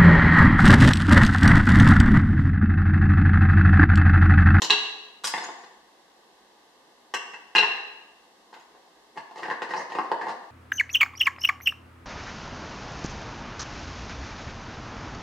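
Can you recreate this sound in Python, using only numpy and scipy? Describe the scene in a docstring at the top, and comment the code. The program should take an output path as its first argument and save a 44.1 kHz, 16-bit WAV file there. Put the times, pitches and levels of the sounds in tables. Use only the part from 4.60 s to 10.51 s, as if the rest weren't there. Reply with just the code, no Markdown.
"""Clinks, knocks and scrapes of oysters being shucked on a stone counter in a hard-walled kitchen.
An empty top shell bounces, the steel knife drops among whole oysters, half shells clink into a glass
dish. The knife is picked up, and a gloved hand rummages in the bowl of oysters, which knock and scrape.
Hard contacts crack and ring; closed, wet oysters thud. Strong room sound over a faint hiss."""
import sys
import numpy as np
from scipy import signal
from scipy.fft import rfft, irfft, next_fast_len
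from scipy.io import wavfile

SR = 44100
rng = np.random.default_rng(int(sys.argv[2]) if len(sys.argv) > 2 else 0)


def generate_wav(sig):
    """Save sig (samples, or channels by samples) to the path in sys.argv[1] as 16-bit PCM at SR."""
    pcm = np.round(np.clip(np.atleast_2d(sig).T, -1, 1) * 32767).astype(np.int16)
    wavfile.write(sys.argv[1], SR, pcm)


N = 260549
BLOW_SAMPLES = 2 ** 15
AGE_S = np.arange(BLOW_SAMPLES) / SR

# Stereo width of the room. Each row: frequency in Hz, side level against the middle in dB.
ROOM_WIDTH = [(100, -11), (300, -9.5), (600, -7.5), (1200, -4.5), (2500, 0.5), (12000, 1)]
# Oyster spectra: hollow body, lips, flakes. Each row: frequency in Hz, relative level in dB.
THUD_SPECTRUM = [(40, -37), (110, -18.5), (190, -16.5), (380, -8), (540, -6), (720, 0.5), (1100, -1.5),
                 (1500, -9), (2500, -30.5), (4000, -32.5), (12000, -60)]
CLACK_SPECTRUM = [(40, -34), (1100, -8), (1500, 0.5), (1830, 10), (2100, -0.5), (2800, -9), (3600, -19.5),
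                  (12000, -64)]
GRIT_SPECTRUM = [(40, -40.5), (1500, -12), (2800, 9.5), (3400, -1.5), (4300, 4), (6500, -8), (9000, -16.5),
                 (13500, -36)]


def undb(db):
    """Decibels to gain."""
    return 10 ** (np.asarray(db) / 20)


def along(points, hz):
    """Read (Hz, value) points on a log-frequency axis."""
    point_hz, value = np.transpose(points)
    return np.interp(np.log(hz + 1), np.log(point_hz), value)


def bins_hz(size):
    """Frequencies of a real spectrum."""
    return np.arange(size // 2 + 1) * SR / size


def colour(x, spectrum, tilt_db_per_oct=0):
    """Minimum-phase filter with the given spectrum, tilted above 3 kHz."""
    size = next_fast_len(len(x) + BLOW_SAMPLES, True) // 2 * 2
    hz = bins_hz(size)
    db = along(spectrum, hz) + tilt_db_per_oct * np.log2(np.maximum(hz / 3000, 1))
    cepstrum = irfft(np.log(undb(db)))
    cepstrum[1:size // 2] *= 2
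    cepstrum[size // 2 + 1:] = 0
    return irfft(rfft(x, size) * np.exp(rfft(cepstrum)))[:len(x)]


def butter(x, order, hz, kind="low"):
    """Butterworth filter."""
    return signal.sosfilt(signal.butter(order, hz, kind, fs=SR, output="sos"), x)


def unit(x):
    """Scale to rms 1."""
    return x / np.sqrt(np.mean(x ** 2))


def punch(x):
    """Scale a blow to the energy of 4 ms at rms 1."""
    return x / np.sqrt(np.sum(x ** 2) / (0.004 * SR))


def add(track, start_s, sound):
    """Mix a sound in at start_s."""
    start = max(int(start_s * SR), 0)
    track[start:start + len(sound)] += sound[:max(N - start, 0)]


def fade(t60_s, rise_s=0.0001):
    """Quick rise, exponential decay."""
    return np.exp(-np.log(1000) * AGE_S / t60_s) * (1 - np.exp(-AGE_S / rise_s))


def room_noise(size):
    """Stereo noise, alike in the bass and apart in the treble."""
    mid, side = rfft(rng.standard_normal((2, size)))
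    width = undb(along(ROOM_WIDTH, bins_hz(size)))
    side = side * width
    return irfft(np.array([mid + side, mid - side]) / np.sqrt(1 + width ** 2), size)


def hiss(level_db=-56.5):
    """Steady air noise of the room and the microphone's own hiss."""
    # Each row: frequency in Hz, relative level in dB.
    spectrum = [(26, -45), (45, -15), (92, -31), (236, -8.5), (266, -12), (300, -7), (574, -4), (784, -4.5),
                (1100, -6), (1400, -11), (1910, -12), (2420, -17), (2670, -16), (4020, -15.5), (14000, -33)]
    return undb(level_db) * unit(np.array([colour(x, spectrum) for x in room_noise(N)]))


def kitchen(x, tail_db=-1.5, scatter_db=-3, left_db=1.3):
    """Direct sound, a few hard reflections, scatter from things on the counter, a diffuse tail."""
    # Reverberation. Each row: frequency in Hz, T60 in seconds.
    decays = [(150, 0.57), (400, 0.88), (1000, 0.87), (2800, 0.83), (7000, 0.72), (13000, 0.36)]
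    # Counter and cupboard reflections. Each row: delay in seconds, left gain in dB, right gain in dB.
    echoes = [(.0057, -6.5, -4), (0.0105, -10, -7.5), (0.0192, -17, -9.5), (0.028, -10.5, -11)]
    noise_spectrum = rfft(room_noise(BLOW_SAMPLES))
    tail = 0
    for band_hz, t60_s in decays:
        band = along([(hz, hz == band_hz) for hz, _ in decays], bins_hz(BLOW_SAMPLES))
        tail = tail + irfft(noise_spectrum * band) * fade(t60_s)
    tail *= 1 - np.exp(-AGE_S / 0.0022)  # build-up
    scatter = room_noise(BLOW_SAMPLES) * fade(t60_s=0.14)
    response = (undb(tail_db) * unit(tail) + undb(scatter_db) * unit(scatter)) / np.sqrt(BLOW_SAMPLES)
    response[:, 0] += 1
    for delay_s, *gains_db in echoes:
        response[:, int(delay_s * SR)] += undb(gains_db)
    return signal.fftconvolve(x[None], response, axes=1)[:, :N] * undb([[left_db], [0]])


def stroke(start_s, length_s, attack_s=0.011, release_s=0.017):
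    """A sliding shell takes up speed, holds it while pushed, then comes to rest."""
    age_s = np.arange(N) / SR - start_s
    return np.clip(age_s / attack_s, 0, 1) * np.exp(-np.maximum(age_s - length_s, 0) / release_s)


def skid(start_s=5.155, length_s=0.03, start_hz=4310, rise_hz_per_s=55000, width_hz=1400, db=-51.5):
    """A gritty squeak that rises as a shell's edge speeds up."""
    hz = start_hz + rise_hz_per_s * np.clip(np.arange(N) / SR - start_s, 0, length_s)
    tone = np.sqrt(2) * np.sin(2 * np.pi * np.cumsum(hz) / SR)
    roughness = unit(butter(rng.standard_normal(N), 2, width_hz / 2))
    return undb(db) * stroke(start_s, length_s) * roughness * tone


def scraping(slips_per_s=800, spread_db=3.5, thud_db=-10, clack_db=-16, grit_gain_db=-8):
    """Ridges catch and slip as shells slide: many tiny blows into the same shell bodies."""
    # Pushes. Each row: start in seconds, length in seconds, relative body and grit levels in dB.
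    slides = [(0.783, 0.063, -35.5, -45.5), (4.554, 0.012, -31.5, -51), (4.751, 0.024, -32.5, -46.5),
              (4.775, 0.01, -46, -41.5), (4.81, 0.069, -34.5, -55), (4.895, 0.038, -33.5, -57),
              (5.019, .025, -32, -54), (5.085, 0.13, -29, -45.5), (5.31, 0.16, -33.5, -52.5),
              (5.589, 0.073, -33, -55), (5.678, 0.021, -29, -38)]
    body_envelope, grit_envelope = sum(undb([[body_db], [grit_db]]) * stroke(start_s, length_s)
                                       for start_s, length_s, body_db, grit_db in slides)
    sizes = undb(spread_db * np.minimum(rng.exponential(size=N), 4))
    signs = np.sign(rng.standard_normal(N))
    slips = sizes * signs * (rng.random(N) < slips_per_s / SR)
    thud = undb(thud_db) * unit(colour(slips, THUD_SPECTRUM))
    clack = undb(clack_db) * unit(colour(slips, CLACK_SPECTRUM))
    grit = undb(grit_gain_db) * unit(colour(slips, GRIT_SPECTRUM))
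    return body_envelope * (thud + clack) + grit_envelope * grit


def ring(modes, draws, detune, scatter_db=0.5):
    """Damped modes: the striking point varies their shares, the load of shells their pitch."""
    hz, db, t60_s = np.transpose(modes)
    share, shift, polarity = draws[:3 * len(modes)].reshape(-1, 3).T
    gains = np.sign(polarity) * undb(db + scatter_db * share)
    gains *= np.sqrt(2 / np.sum(gains ** 2))
    hz = hz * (1 + detune * shift)
    return sum(gain * np.sin(2 * np.pi * mode_hz * AGE_S) * fade(decay_s)
               for gain, mode_hz, decay_s in zip(gains, hz, t60_s))


def clinks(hits, modes, crack_spectrum, crack_t60_s, note_t60_s, detune):
    """Shell meets something hard: the edge cracks, the shell gives a short note, the object rings on."""
    # Each hit: start in seconds, relative level in dB, treble tilt in dB/octave, ring in dB,
    # note in Hz, note in dB. 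Each mode: frequency in Hz, relative level in dB, T60 in seconds.
    # Each crack_spectrum row: frequency in Hz, relative level in dB.
    track = np.zeros(N)
    for start_s, db, tilt_db_per_oct, ring_db, note_hz, note_db in hits:
        noise, draws = rng.standard_normal((2, BLOW_SAMPLES))
        crack = punch(colour(noise * fade(crack_t60_s), crack_spectrum, tilt_db_per_oct))
        note = undb(note_db) * punch(np.sin(2 * np.pi * note_hz * AGE_S) * fade(note_t60_s))
        ringing = undb(ring_db) * ring(modes, draws, detune)
        add(track, start_s, undb(db) * (crack + note + ringing))
    return track


def top_shell():
    """A thin, empty top shell bounces and rings."""
    # Bounces, shell modes, contact spectrum. Columns as in clinks().
    hits = [(.0195, -16.5, -2, -13.5, 2910, -17), (.038, -31, 1, -7, 3900, 1),
            (.046, -23, -3.5, -10.5, 3000, -10), (.1053, -16.5, -7, -2, 3930, 6),
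            (.127, -21.5, -17.5, -5.5, 3270, 0)]
    modes = [(2708, 1.5, 0.07), (2912, 19, 0.11), (3000, -13, 0.15), (3200, -2, 0.047), (3310, -25.5, 0.11),
             (3787, -15, 0.22), (3630, -0.5, .07), (4100, -2.5, 0.06), (4280, -13.5, 0.021),
             (5220, -12.5, 0.081), (6750, -16.5, 0.11)]
    crack_spectrum = [(40, -11), (110, -13), (190, -5.5), (420, -2.5), (600, -2.5), (900, 3.5), (1300, 2),
                      (2000, -8), (3000, -2), (4200, 7.5), (5200, -1.5), (7200, 1), (8300, -16.5),
                      (13000, -19)]
    return clinks(hits, modes, crack_spectrum, crack_t60_s=0.023, note_t60_s=0.026, detune=0.0033)


def knife():
    """The steel knife rings as it lands among the oysters, and faintly when picked up."""
    # Contacts, steel modes, contact spectrum. Columns as in clinks().
    hits = [(.637, -33, 7, -30, 1076, 4), (.642, -17, 1, -31, 1152, -5.5), (.649, -25, 7, -4, 5800, -8),
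            (.671, -19.5, 5.5, -18, 5020, -1), (.778, -31, -4, -22, 3584, 1),
            (.839, -29.5, -3, -24, 6720, -3), (3.94, -37, -11, -23, 3214, -26),
            (3.997, -46, -13, -15, 6600, -10)]
    modes = [(3305, 1, 0.14), (4940, -2, 0.18), (5470, -7, 0.16), (6760, -9, 0.25), (7140, -1, 0.16),
             (7900, -7, .05), (9300, -11, 0.14), (12530, -3, .06)]
    crack_spectrum = [(40, -20), (110, -31), (220, -25), (450, -19.5), (1000, -9.5), (2000, -9.5),
                      (4000, -15), (8500, -21), (10000, -29), (13500, -45)]
    return clinks(hits, modes, crack_spectrum, crack_t60_s=0.064, note_t60_s=0.074, detune=0.0012)


def glass_dish(rock_s=0.0057, lip_pitch_ratio=1.47):
    """Half shells land on the thick hinge, then rock onto the thin lip: softer, brighter, higher."""
    # Landings, glass modes, contact spectrum. Columns as in clinks().
    hinges = [(.0995, -17.5, -7.5, 3.5, 1663, 2), (2.5385, -17.5, 1.5, -10.5, 1848, -5),
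              (2.7355, -34, -3, -9.5, 1920, -1.5), (2.9505, -13.5, -3, -6, 1690, 0.5),
              (2.960, -18.5, -2, -4, 2757, 6.5), (2.9824, -14.5, -5.5, -3.5, 2733, 5.5),
              (3.007, -26.5, -0.5, -1, 2610, -1.5), (3.027, -17.5, -9.5, -10.5, 1820, -2)]
    modes = [(419.5, -8.5, 0.16), (793.6, -12.5, 0.086), (1639, 1, 0.074), (1845, -18.5, 0.1),
             (2610, -12, .15), (2623, 4, 0.12), (2750, -5.5, 0.47), (2823, 0.5, 0.1), (2800, -11, 0.17),
             (4062, -8.5, 0.12), (4235, -15, 0.11), (4950, -18, .05), (5376, -14.5, 0.14),
             (5620, -13, 0.08), (5930, -21, 0.098), (7150, -22, 0.1023), (8270, -21.5, 0.0618)]
    crack_spectrum = [(40, -12.5), (110, -24.5), (190, -8), (300, -10.5), (420, -1.5), (560, -2),
                      (900, 7.5), (2000, 0.5), (3000, -1.5), (3700, -19), (5400, -12), (7800, -20.5),
                      (9200, -34.5), (13000, -40)]
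    lips = [(start_s + rock_s, db - 3.5, tilt + 2, ring_db, note_hz * lip_pitch_ratio, note_db - 3.5)
            for start_s, db, tilt, ring_db, note_hz, note_db in hinges]
    return clinks(hinges + lips, modes, crack_spectrum, crack_t60_s=0.032, note_t60_s=0.026, detune=0.0023)


def oyster_knocks(contact_s=0.00037, thud_db=-7, note_db=-8.5, clack_db=1.5):
    """Closed, wet oysters are heavily damped: hollow thud and note, clack of lips, crunch of flakes."""
    # Each row: start in seconds, relative level in dB, shell note in Hz,
    # edge in dB (high when lips meet, low for bellies).
    knocks = [(.738, -15, 920, -6), (.777, -21, 1110, -6.5), (.888, -22.5, 880, -29),
              (1.036, -31.5, 1162, -13.5), (3.928, -32, 917, -18), (3.964, -32, 688, -28),
              (4.148, -37.5, 827, -33), (4.574, -22, 893, -10), (4.71, -31, 885, -25),
              (4.792, -23, 1155, -26), (4.831, -20.5, 1826, -9), (4.854, -20, 1770, -16),
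              (4.882, -18.5, 825, -22), (4.9, -20.5, 980, -6.5), (4.911, -14, 1755, -21),
              (5.019, -15.5, 1860, -5.5), (5.108, -21.5, 1877, -8), (5.136, -14.5, 860, -13),
              (5.3, -26, 886, -14), (5.319, -23, 830, -8.5), (5.351, -14.5, 962, -15),
              (5.386, -9, 1076, -21), (5.516, -8.5, 918, -22), (5.613, -17, 1730, -15.5),
              (5.668, -16, 888, -34), (5.692, -15, 905, -36.5)]
    thud_fade, note_fade = fade(0.019, contact_s), fade(0.022, contact_s)
    clack_fade, grit_fade = fade(0.016, contact_s), fade(0.088, contact_s)
    track = np.zeros(N)
    for start_s, db, note_hz, edge_db in knocks:
        thud_noise, clack_noise, grit_noise = rng.standard_normal((3, BLOW_SAMPLES))
        thud = undb(thud_db) * punch(colour(thud_noise * thud_fade, THUD_SPECTRUM))
        note = undb(note_db) * punch(np.sin(2 * np.pi * note_hz * AGE_S) * note_fade)
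        clack = undb(clack_db + edge_db) * punch(colour(clack_noise * clack_fade, CLACK_SPECTRUM))
        grit_db = -26 + 0.37 * db + 0.69 * edge_db  # grows more slowly than the blow; most at the lips
        crunch = grit_noise * np.abs(grit_noise) * grit_fade
        grit = undb(grit_db) * punch(colour(crunch, GRIT_SPECTRUM))
        add(track, start_s, undb(db) * (thud + note + clack) + grit)
    return track


def scene():
    """Small objects radiate almost no bass, but hard landings thump faintly through the counter."""
    landings = undb(-3.5) * top_shell() + undb(-5.5) * glass_dish() + undb(-7) * knife()
    oysters = undb(-5.5) * oyster_knocks() + scraping() + skid()
    airborne = butter(landings + oysters, order=4, hz=175, kind="high")
    thump = undb(-6) * butter(landings, order=2, hz=90)
    return kitchen(airborne) + thump + hiss()


def record(dry, ceiling=0.95, top_hz=14100):
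    """The microphone's housing hollows out three bands; peaks are rounded and the top is cut."""
    # Each row: centre in Hz, half-width in Hz, gain in dB.
    hollows = [(599, 63, -8), (1344, 120, -13.5), (2368, 120, -23.5)]
    for hz, half_width_hz, db in hollows:
        b, a = signal.iirpeak(hz, hz / (2 * half_width_hz), fs=SR)
        dry = dry + (undb(db) - 1) * signal.lfilter(b, a, dry)
    rounded = dry / (1 + (dry / ceiling) ** 8) ** (1 / 8)
    return signal.sosfilt(signal.ellip(10, 0.2, 70, top_hz, fs=SR, output="sos"), rounded)


dry = scene()
out = record(dry)
generate_wav(out)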